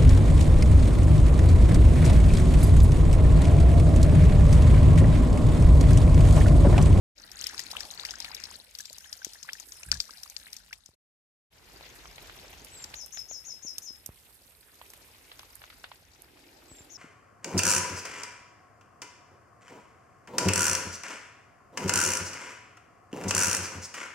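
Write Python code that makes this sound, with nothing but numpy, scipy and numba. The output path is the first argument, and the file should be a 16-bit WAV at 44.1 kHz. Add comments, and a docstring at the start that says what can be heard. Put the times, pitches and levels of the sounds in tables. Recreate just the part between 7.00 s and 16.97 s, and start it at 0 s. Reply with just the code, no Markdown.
"""Under a roof edge in the rain, thin strings of water tick and plop on wet ground: damped rings and noise bursts.
After a short silence a downpipe dribbles onto gravel, where plops ring shorter and slap harder.
Behind both, flickering noise bands make distant rain over a low rumble, with small random drops on top.
A small bird sings gliding whistles echoed by the trees; dull knocks, a low flutter and a far hum pass by.
The left microphone port is bright near 5 kHz, the right one in the top treble."""
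import sys
import numpy as np
from scipy import signal
from scipy.fft import irfft, next_fast_len
from scipy.io import wavfile
from scipy.ndimage import uniform_filter1d
from numba import njit

SR = 44100
rng = np.random.default_rng(int(sys.argv[2]) if len(sys.argv) > 2 else 0)


def store_wav(level_fs):
    """Save 16-bit WAV to argv[1]."""
    pcm = np.round(np.clip(np.atleast_2d(level_fs), -1, 1) * 32767)
    wavfile.write(sys.argv[1], SR, pcm.T.astype(np.int16))


N = 439677

# Drops that snap on the ground: start_s, level_db, pitch_hz, treble spray_db
SNAPPING_DROPS = [(0.1798, -41, 5200, -67), (0.316, -33, 5530, -46), (0.4121, -26, 6250, -38.5),
                  (0.4406, -23, 5000, -45), (0.468, -21, 5350, -38.5), (0.579, -27.5, 4460, -59),
                  (0.5933, -21.5, 5280, -40), (0.7139, -26.5, 5360, -41), (0.767, -27, 2790, -49),
                  (0.8056, -23.5, 5070, -47), (0.8517, -36, 4700, -79), (0.911, -29.5, 6440, -47),
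                  (0.9965, -28, 3900, -73), (1.051, -23, 4760, -41.5), (1.066, -34, 5460, -49),
                  (1.1076, -25, 5540, -52), (1.2024, -24.5, 5420, -44), (1.2453, -29, 4700, -48),
                  (1.3475, -27.5, 5370, -40), (1.4, -33.5, 5700, -52), (1.438, -26, 5170, -47),
                  (1.751, -30.5, 4580, -48), (1.7871, -28.5, 5830, -41), (1.805, -28.5, 6060, -42),
                  (1.855, -31.5, 4950, -52), (1.898, -36, 4520, -51), (1.929, -38, 6840, -45.5),
                  (1.983, -33.5, 5970, -45), (2.128, -25.5, 5250, -46), (2.2469, -20.5, 6100, -38.5),
                  (2.334, -37, 5260, -49), (2.429, -29.5, 6000, -58), (2.5321, -25, 5500, -44),
                  (2.599, -29, 6500, -44), (2.721, -30.5, 6060, -54), (2.832, -33.5, 6150, -64),
                  (2.916, -9.5, 4960, -39), (2.941, -27.5, 5030, -47), (3.0022, -15, 4950, -41),
                  (3.1073, -33.5, 5066, -71), (3.172, -41, 5070, -65), (3.2332, -28.5, 5600, -43),
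                  (3.2987, -34.5, 6300, -43.5), (3.365, -24, 4650, -58), (3.53, -30, 5270, -41),
                  (3.566, -31.5, 5640, -49), (3.7293, -30.5, 5460, -47.5), (3.86, -37.5, 6060, -57),
                  (5.2225, -52, 5700, -41), (5.6468, -40, 5500, -35), (5.841, -25, 5740, -37),
                  (5.9422, -31, 4270, -39), (6.061, -44, 6450, -32), (6.7824, -24, 5570, -25.5),
                  (7.0612, -31.5, 6040, -24.5), (7.902, -42, 5740, -40.5), (7.935, -48, 6500, -38),
                  (8.393, -37, 5500, -44), (8.554, -53, 5700, -32.5), (9.22, -60, 5800, -39.5)]
# Drops that trap a bubble: start_s, level_db, pitch_hz (30 % into the glide), glide (pitch factor)
BUBBLE_DROPS = [(0.42, -33.5, 3190, 1.9), (0.507, -40, 1710, 1.5), (0.541, -38.5, 1180, 2.8),
                (0.594, -32, 1840, 1.1), (.73, -37, 830, 2.4), (0.751, -37, 1150, 2.1),
                (.764, -31, 2610, 1.6), (0.807, -39, 1640, 1.6), (.856, -42.5, 845, 1),
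                (1.035, -40.5, 1110, 1.7), (1.051, -32, 1960, 1.8), (1.087, -31.5, 2820, 1.5),
                (1.137, -35.5, 1510, 1.25), (1.245, -30.5, 2350, 2.1), (1.28, -37.5, 1870, 0.86),
                (1.305, -39.5, 864, 1.55), (1.511, -43, 950, 1.9), (1.8, -36.5, 1650, 1.04),
                (1.905, -47, 557, 1.4), (2.008, -50.5, 1550, 1.04), (2.042, -41, 3080, 1.5),
                (2.056, -44, 1660, 1.2), (2.217, -38, 1570, 0.97), (2.354, -43.5, 1640, 1.4),
                (2.447, -46, 1050, 1.5), (2.481, -40, 2020, 1.4), (2.4884, -27, 1695, 2.3),
                (2.551, -42, 1760, 1.1), (2.831, -38.5, 2430, 1.3), (2.887, -43, 1620, 1),
                (2.925, -27.5, 1470, 1.3), (2.953, -38.5, 1680, 0.99), (3.092, -39, 1185, 1.54),
                (3.258, -46, 1150, 2.8), (3.466, -41.5, 1850, 2), (3.709, -46, 1500, 1.2),
                (3.727, -32, 2030, 2), (4.809, -37, 760, 2), (5.055, -40, 1060, 2), (5.181, -37, 2240, 1.2),
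                (5.296, -37.5, 1510, 1.4), (5.939, -34.5, 2320, 1.7), (6.171, -34, 1310, 2.4),
                (6.312, -35.5, 630, 0.94), (7.814, -35.5, 950, 1.04), (7.935, -43, 1870, 1.7),
                (8.316, -38.5, 3030, 0.92), (8.392, -37, 2250, 1.6), (8.431, -41.5, 980, 1.5),
                (8.617, -42, 1710, 0.95), (8.639, -38, 1190, 2.4), (8.701, -40.5, 1900, 1.4),
                (8.727, -48, 1100, 2.1), (8.841, -30.5, 1420, 1.6), (8.916, -31.5, 840, 1.46)]
# Dull knocks on the hand-held microphone body: start_s, level_db, pitch_hz
BODY_KNOCKS = [(2.268, -39.5, 363), (3.89, -45, 64.5), (6.649, -41, 273), (6.906, -47, 300),
               (7.091, -32.5, 102), (9.716, -35.5, 56.5), (9.807, -38.5, 84)]
# Background levels along time: time_s, rumble_db, rain_db, top_hiss_db
BACKGROUND = [(.36, -56, -52, -58.5), (.6, -59.5, -54.5, -61), (1.55, -62, -55.5, -64),
              (1.66, -71, -65.5, -65.5), (1.8, -68.5, -64.5, -63.5), (2.75, -70, -64, -61),
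              (3.45, -68.5, -63, -61.5), (3.72, -68, -69.5, -71), (4.82, -67.5, -62, -70),
              (5.4, -64.5, -61, -68), (5.9, -66, -61.5, -69), (6.05, -72, -69, -68.5),
              (7.6, -74.5, -72, -68.5), (7.9, -72.5, -67.5, -67.5), (8.8, -71, -67.5, -69),
              (9.05, -73, -71, -74.5), (9.6, -72.5, -67.5, -72.5)]
# Background colour at the roof, then at the pipe: pitch_hz, density_db (relative, per Hz)
ROOF_COLOUR = [(30, 7.5), (64, 2.5), (116, -10.5), (374, -8.5), (928, -6.5), (1200, -12), (1730, -2),
               (2770, -6.5), (5730, -9.5), (13900, -27)]
PIPE_COLOUR = [(30, 8), (65, -1), (195, -12.5), (485, -9), (597, -12), (735, -11), (1200, -15), (2030, -11),
               (4420, -17), (13500, -24)]
# Microphone ports: pitch_hz, roof_left_minus_right_db, pipe_left_minus_right_db, likeness (0-1)
MIC_PORTS = [(60, -1.5, -1.5, 0.7), (300, -1.5, -1.5, 0.87), (1220, 0, 0.5, 0.01), (2410, 7, 1, 0.21),
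             (5150, 13.5, 9, 0.3), (7870, 1, -1, 0.01), (14500, -36.5, -26.5, 0.8)]
# Fades of each place: start_s, end_s, fade_in_s, first_db, fade_out_s, last_db
PLACE_FADES = [(0.151, 3.955, 0.38, -12, 0.24, -11.5), (4.503, 10, 0.24, -8, 0.16, -3.5)]
# Thin opening whistles of the bird: start_s, level_db
OPENING_WHISTLES = [(1.758, -59), (5.706, -54), (9.672, -60)]
# Hooked notes that follow: start_s, level_db
HOOKED_NOTES = [(2.004, -55), (2.174, -55), (2.345, -56.5), (2.514, -58), (2.7, -57.5), (5.955, -42.5),
                (6.124, -42.5), (6.288, -41.5), (6.45, -41.5), (6.627, -42.5), (6.821, -43.5), (9.901, -47)]

TIME = np.arange(N) / SR
PIPE_FROM_S = 4.2  # roof settings before this, pipe settings after
TOP_HZ, NOISE_TOP_HZ = 15500, 14300  # top of everything, top of the noise bands

PLOP_RING_S = 0.0071  # ring of a bubble that keeps its pitch in a puddle; a rising one rings longer
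GRAVEL_RING = 0.33  # share of that ring left on gravel
SLAP_S = .0022

WHISTLE_HZ, WHISTLE_GLIDE_S = (8180, 7020), 0.088  # glides from the first pitch towards the second
WHISTLE_S, WHISTLE_EDGE_S = 0.15, 0.02
HOOK_HZ, HOOK_SAG_HZ_PER_S = (5540, 6760, 5253), 150  # first, top, last; the last sags through the song
HOOK_RISE_S, HOOK_FALL_S, HOOK_HOLD_S, HOOK_EDGE_S = 0.015, .046, 0.021, 0.00059
HOOK_SWELL_DB, HOOK_CURL_HZ = 2.5, 220  # the held end is louder and curls up again
FLICK_HZ, FLICK_S, FLICK_DB = (5200, 7300), .016, -12  # faint upward flick into each hooked note
TREES_T60_S, TREES_DB = .23, 1.5

FLUTTER_S, FLUTTER_EDGE_S = (2.85, 3.015), 0.045  # from and to
FLUTTER_HZ, FLUTTER_DB, FLUTTER_SAG_DB_PER_S = 54.9, -36.5, 22.5  # mean pitch, starting level, sag
HUM_S, HUM_SWELL_S, HUM_DB = 9.05, 0.45, -63.5


def undb(db):
    """Gain of a level in dB."""
    return 10 ** (np.asarray(db, float) / 20)


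def unit(x):
    """Scale to rms 1."""
    return x / np.sqrt(np.mean(x ** 2))


def curve(rows, col=1):
    """Draw a table column along time."""
    rows = np.array(rows, float)
    return np.interp(TIME, rows[:, 0], rows[:, col])


def at_pitch(rows, hz, col=1):
    """Read a table column at a pitch, on a log pitch scale."""
    rows = np.array(rows, float)
    return np.interp(np.log(hz), np.log(rows[:, 0]), rows[:, col])


def sides(pan_db):
    """Left and right gains whose mean is 1, from left minus right in dB."""
    left = 2 / (1 + undb(-np.asarray(pan_db)))
    return np.array([left, 2 - left])


def port_pan(s, hz):
    """Left minus right dB that the two ports give to a pitch at each place."""
    return np.where(s < PIPE_FROM_S, at_pitch(MIC_PORTS, hz, 1), at_pitch(MIC_PORTS, hz, 2))


def swell(t, t0, t1, attack_s, release_s):
    """Gain that rises after t0, holds at 1 and falls to silence at t1."""
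    return np.clip(np.minimum((t - t0) / attack_s, (t1 - t) / release_s), 0, 1)


def fade_db():
    """Level ramps in dB at both ends of each place."""
    total_db = np.zeros(N)
    for t0, t1, in_s, first_db, out_s, last_db in PLACE_FADES:
        fade_in_db = first_db * (1 - swell(TIME, t0, 99, in_s, 1))
        fade_out_db = last_db * (1 - swell(TIME, -1, t1, 1, out_s))
        total_db += np.where((TIME >= t0) & (TIME < t1), fade_in_db + fade_out_db, 0)
    return total_db


def band(lo_hz, hi_hz, edge=0.068):
    """Random-phase noise band with soft edges, rms 1, unrelated between the two channels."""
    size = next_fast_len(N)
    hz = np.arange(size // 2 + 1) * SR / size
    inside = np.log(np.minimum(hz / lo_hz, hi_hz / (hz + 1)) + 1e-9)
    shape = np.sin(np.pi / 2 * np.clip(inside / edge + .5, 0, 1)) * (hz < NOISE_TOP_HZ)
    used = shape > 0
    spectrum = np.zeros((2, len(hz)), complex)
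    spectrum[:, used] = shape[used] * np.exp(2j * np.pi * rng.random((2, used.sum())))
    return unit(irfft(spectrum, size)[:, :N])


def walk(rate):
    """Random levels around 0, a new one every 1 / rate s, joined by straight slews."""
    k = int(SR / rate)
    held = np.repeat(rng.standard_normal(N // k + 1), k)
    return 2.0 * uniform_filter1d(held, k)[:N]


@njit
def ring(n, start, step, decay, rise, glide, gain):
    """Damped sines with a soft start, gliding while strong; start and gain have a row per channel."""
    out = np.zeros((2, n))
    for k in range(len(step)):
        for c in range(2):
            fall, grow, phase = 1., 1., 0.
            w, i = step[k], start[c, k]
            while fall > 3e-3 and i < n:
                out[c, i] += gain[c, k] * fall * (1 - grow) * np.sin(phase)
                phase += w
                if fall > .12:
                    w *= glide[k]
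                fall *= decay[k]
                grow *= rise[k]
                i += 1
    return out


def grains(s, db, hz, cycles, glide, pan_db, lag=6, rise=15.0):
    """Rings that last some cycles and glide by a factor in that time; the left port hears them a little late."""
    span = cycles * SR / hz  # samples
    start = np.clip(np.array([s * SR + lag, s * SR]), 0, N).astype(np.int64)
    gain = 2 * undb(db) * sides(pan_db)
    return ring(N, start, 2 * np.pi * hz / SR, np.exp(-2 / span), np.exp(-rise / span), glide ** (1 / span), gain)


def bursts(s, db, tau_s, rise_s=0.00073):
    """Envelope that leaps at each time and dies away."""
    kicks = np.bincount(np.minimum(s * SR, N - 1).astype(int), undb(db), N)
    lag = np.exp(-1 / (rise_s * SR))
    decaying = signal.lfilter([1], [1, -np.exp(-1 / (tau_s * SR))], kicks)
    return signal.lfilter([1 - lag], [1, -lag], decaying)


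def spatter(count, roof_db, pipe_db, spread_db, tau_s):
    """Gain that leaps with each small splash and sinks back to 1."""
    luck = rng.random((count, 2)).T
    s = luck[0] * N / SR
    size_db = np.minimum(-spread_db * np.log(luck[1]), 3 * spread_db)
    return 1 + bursts(s, np.where(s < PIPE_FROM_S, roof_db, pipe_db) + size_db, tau_s)


def distant_rain():
    """Rain and rumble in half-octave noise bands that flicker alone; splashes lift neighbouring bands together."""
    zones = np.zeros((3, 2, N))  # rumble, rain, top hiss
    roof = TIME < PIPE_FROM_S
    cut = roof.sum()
    for k, hz in enumerate(36 * 2 ** np.arange(0, 9, .5)):
        if k % 2 == 0 and hz < 10000:  # fresh splashes each octave
            splash = spatter(count=400, roof_db=1.5, pipe_db=-2.5, spread_db=4.0, tau_s=0.0048)
        flicker = np.exp(np.where(roof, .17, .07) * walk(14))
        mid, side = band(hz / 2 ** .25, hz * 2 ** .25, edge=.3) * flicker
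        # the more alike the ports, the less side signal
        alike = np.clip(at_pitch(MIC_PORTS, hz, 3), 0, 1)
        pair = np.sqrt(1 + alike) * mid + np.sqrt(1 - alike) * side * np.array([[1], [-1]])
        pair[:, :cut] *= sides(port_pan(0, hz))[:, None] * undb(at_pitch(ROOF_COLOUR, hz))
        pair[:, cut:] *= sides(port_pan(PIPE_FROM_S, hz))[:, None] * undb(at_pitch(PIPE_COLOUR, hz))
        zone = int(hz > 220) + int(hz > 7600)
        # bandwidth grows with pitch, hence the root
        zones[zone] += np.sqrt(hz) * pair * (splash if hz > 220 else 1)
    out = 0
    for k, (roof_db, pipe_db) in enumerate([(2.9, 9.4), (4.96, 8.97), (4.0, 7.15)]):
        roof_gain = undb(roof_db) / zones[k][:, :cut].std()
        pipe_gain = undb(pipe_db) / zones[k][:, cut:].std()
        out = out + zones[k] * np.where(roof, roof_gain, pipe_gain) * undb(curve(BACKGROUND, k + 1))
    return out * undb(fade_db())


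def patter(count, lo_hz, hi_hz, cycles, roof_db, pipe_db, spread_db, col, glide=1.15):
    """Small ringing drops at random moments, few large among many small, following the background level."""
    luck = rng.random((count, 4)).T
    s = luck[0] * (N - 1) / SR
    hz = lo_hz * (hi_hz / lo_hz) ** luck[1]
    at = (s * SR).astype(int)
    db = curve(BACKGROUND, col)[at] + fade_db()[at] + np.where(s < PIPE_FROM_S, roof_db, pipe_db)
    size_db = np.minimum(-spread_db * np.log(luck[2]), 3 * spread_db)
    pan_db = port_pan(s, hz) + 10. * (luck[3] - .5)
    return grains(s, db + size_db, hz, cycles, 1 + (glide - 1) * 2 * luck[3], pan_db)


def small_drops():
    """Three sizes of patter: mid-treble ticks, low blips that glide up more, and top-treble specks."""
    mid = patter(count=2000, lo_hz=3540, hi_hz=6570, cycles=15.0, roof_db=0.0, pipe_db=-4.0,
                 spread_db=6.5, col=2)
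    low = patter(count=1000, lo_hz=747, hi_hz=3270, cycles=5.0, roof_db=-5.0, pipe_db=-2.5,
                 spread_db=4.5, col=2, glide=1.56)
    top = patter(count=900, lo_hz=7500, hi_hz=12800, cycles=2.0, roof_db=-7.0, pipe_db=-6.5,
                 spread_db=11.0, col=3)
    return mid + low + top


def ticks():
    """A drop touches wet ground and snaps, a bounce rings nearby in pitch, and crackling spray falls after."""
    s, db, hz, spray_db = np.transpose(SNAPPING_DROPS)
    luck = rng.random((len(s), 3)).T
    roof = s < PIPE_FROM_S
    pan_db = np.where(roof, 13.5, 6.0)
    touch = grains(s - .0004, db - 8.0, hz, 2.4, 0.41, pan_db)
    snap = grains(s + .0005, db + 4.5, 1.06 * hz, 6.2, .88, pan_db, rise=4.0)
    bounce_s = s + .002 + .002 * luck[0]
    bounce_hz = hz * (.75 + .45 * luck[2])
    bounce = grains(bounce_s, db - 7 - 6 * luck[1], bounce_hz, 8.0, .95, pan_db - 4)

    crackle = undb(3.2 * walk(450))
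    sizzle = grains(s, spray_db - 1.5, 12500 + 0 * s, 0.41, 1.01, np.where(roof, -10.0, -15.0))
    spray = bursts(s, spray_db + np.where(roof, 5.0, -1.5), 0.0008)
    spray += crackle * bursts(s, spray_db - np.where(roof, 8.0, 21.0), 0.00924)
    spray_sides = np.where(TIME < PIPE_FROM_S, sides(-16.0)[:, None], sides(-20.0)[:, None])
    spray = spray * band(7800, 17000, edge=0.56) * spray_sides

    body = bursts(s, db - 15.5, 0.0031)
    body += crackle * bursts(s, 0.88 * db - np.where(roof, 31.0, 40.0), 0.033)
    body = body * band(4000, 6900, edge=0.78) * sides(14.0)[:, None]
    low = bursts(s, db - 19.5, 0.0025) * band(1200, 3500, edge=0.52)
    return touch + snap + bounce + sizzle + spray + body + low


def plops():
    """Bubbles ring, most rising in pitch as they near the surface; gravel slaps harder than a puddle."""
    s, db, hz, glide = np.transpose(BUBBLE_DROPS)
    roof = s < PIPE_FROM_S
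    ring_s = PLOP_RING_S * np.where(roof, 1, GRAVEL_RING)
    bubbles = grains(s, db, hz / glide ** .3, hz * ring_s, glide, port_pan(s, hz), rise=3.47)
    bubbles *= undb(1.5 * walk(700))  # the rim of the splash roughens the ring
    slap_db = db - np.where(roof, 11.0, 1.5)
    slap_db += 8.2 * np.log2(np.minimum(hz / 1400, 1))  # deep drops land softly
    slap = bursts(s, slap_db, SLAP_S) + bursts(s, slap_db - 14.5, 0.021)
    return bubbles + slap * band(500, 4000, edge=0.68)


def opening_whistle():
    """Pitch and gain of a thin whistle that settles downwards."""
    t = np.arange(int(WHISTLE_S * SR)) / SR
    high, low = WHISTLE_HZ
    hz = low + (high - low) * np.exp(-t / WHISTLE_GLIDE_S)
    return hz, swell(t, 0, WHISTLE_S, WHISTLE_EDGE_S, WHISTLE_EDGE_S)


def hooked_note(sung_s):
    """Pitch and gain of a hooked note: quick rise, rounded fall, a held end that is louder."""
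    first, top, last = HOOK_HZ
    length = HOOK_RISE_S + HOOK_FALL_S + HOOK_HOLD_S
    t = np.arange(int(length * SR)) / SR
    rise = np.sin(np.pi / 2 * np.clip(t / HOOK_RISE_S, 0, 1))
    fall = .5 - .5 * np.cos(np.pi * np.clip((t - HOOK_RISE_S) / HOOK_FALL_S, 0, 1))
    hz = first + (top - first) * rise - (top - last + HOOK_SAG_HZ_PER_S * sung_s) * fall
    hz = hz + HOOK_CURL_HZ * np.clip(1 - (length - t) / HOOK_HOLD_S, 0, 1) ** 2
    gain = swell(t, 0, length, HOOK_EDGE_S, HOOK_EDGE_S) * undb(HOOK_SWELL_DB * (fall - 2.0))
    return hz, gain


def flick():
    """Pitch and gain of the faint upward flick."""
    x = np.linspace(0, 1, int(FLICK_S * SR))
    hz = FLICK_HZ[0] + (FLICK_HZ[1] - FLICK_HZ[0]) * np.sin(np.pi / 2 * x)
    return hz, np.sin(np.pi * x) * undb(FLICK_DB)


def tree_echoes(song):
    """Trees return dense echoes: the song convolved with noise that builds up and dies away."""
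    t = np.arange(SR // 2) / SR
    tail = rng.standard_normal((2, len(t))) * undb(-60 * t / TREES_T60_S) * np.minimum(t / 0.011, 1)
    tail = tail / np.sqrt(np.sum(tail ** 2, axis=1, keepdims=True))
    return undb(TREES_DB) * signal.fftconvolve(song, tail, axes=1)[:, :N]


def bird():
    """Pure whistles that slide in pitch; only their echoes from the trees reach under the roof."""
    song = np.zeros((2, N + SR))
    waver = undb(1.55 * walk(120))  # the little throat never holds its level
    notes = [(s, db, 1.5, opening_whistle()) for s, db in OPENING_WHISTLES]
    for s, db in HOOKED_NOTES:
        song_start_s = max(s0 for s0, _ in OPENING_WHISTLES if s0 < s)
        notes.append((s, db, 9.5, hooked_note(s - song_start_s)))
        notes.append((s - FLICK_S / 2, db, 9.5, flick()))
    for s, db, pan_db, (hz, gain) in notes:
        at = int(s * SR)
        level = np.sqrt(2) * undb(db) * gain * waver[at - len(hz):at]
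        tone = level * np.sin(2 * np.pi * np.cumsum(hz) / SR)
        song[:, at:at + len(hz)] += sides(pan_db)[:, None] * tone
    direct = np.where(TIME < PIPE_FROM_S, 0, 1)
    return direct * song[:, :N] + tree_echoes(song)


def knocks():
    """Dull damped thuds of the hand-held body, each starting with a tap that is stronger on deep ones."""
    s, db, hz = np.transpose(BODY_KNOCKS)
    thud = grains(s, db, hz, 0.0033 * hz, 1.0, 0 * s)
    tap = grains(s, db - np.where(hz < 150, 3.0, 20), 600 + 0 * s, 0.67, 0.56, 0 * s)
    return thud + tap


def flutter():
    """A short low tone with two overtones, unsteady in pitch and level."""
    phase = 2 * np.pi * np.cumsum(FLUTTER_HZ * (1 + 0.13 * walk(40))) / SR
    tone = np.sin(phase) + 0.37 * np.sin(2 * phase + 1) + 0.21 * np.sin(3 * phase)
    level_db = FLUTTER_DB - FLUTTER_SAG_DB_PER_S * (TIME - FLUTTER_S[0]) + 2.5 * walk(50)
    return tone * undb(level_db) * swell(TIME, *FLUTTER_S, FLUTTER_EDGE_S, FLUTTER_EDGE_S)


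def far_hum():
    """A far hum that swells and stays: a narrow noise band in the middle and a wider one at the sides."""
    hum = band(250, 366, edge=.3)[0] + 0.96 * band(306, 910)
    return hum * undb(HUM_DB) * swell(TIME, HUM_S, 99, HUM_SWELL_S, 1)


def scene():
    """The roof edge, then the downpipe."""
    rain = distant_rain() + small_drops()
    drips = ticks() + plops()
    return rain + drips + bird() + knocks() + flutter() + far_hum()


def record(dry):
    """Bass roll-off of the microphone, silence outside the two places, steep cut at the top."""
    out = signal.sosfilt(signal.butter(5, 47, "high", fs=SR, output="sos"), dry)
    out = out * sum(swell(TIME, t0, t1, 0.03, 0.012) for t0, t1, *_ in PLACE_FADES)
    return signal.sosfilt(signal.ellip(8, .2, 80, TOP_HZ, fs=SR, output="sos"), out)


dry = scene()
out = record(dry)
store_wav(out)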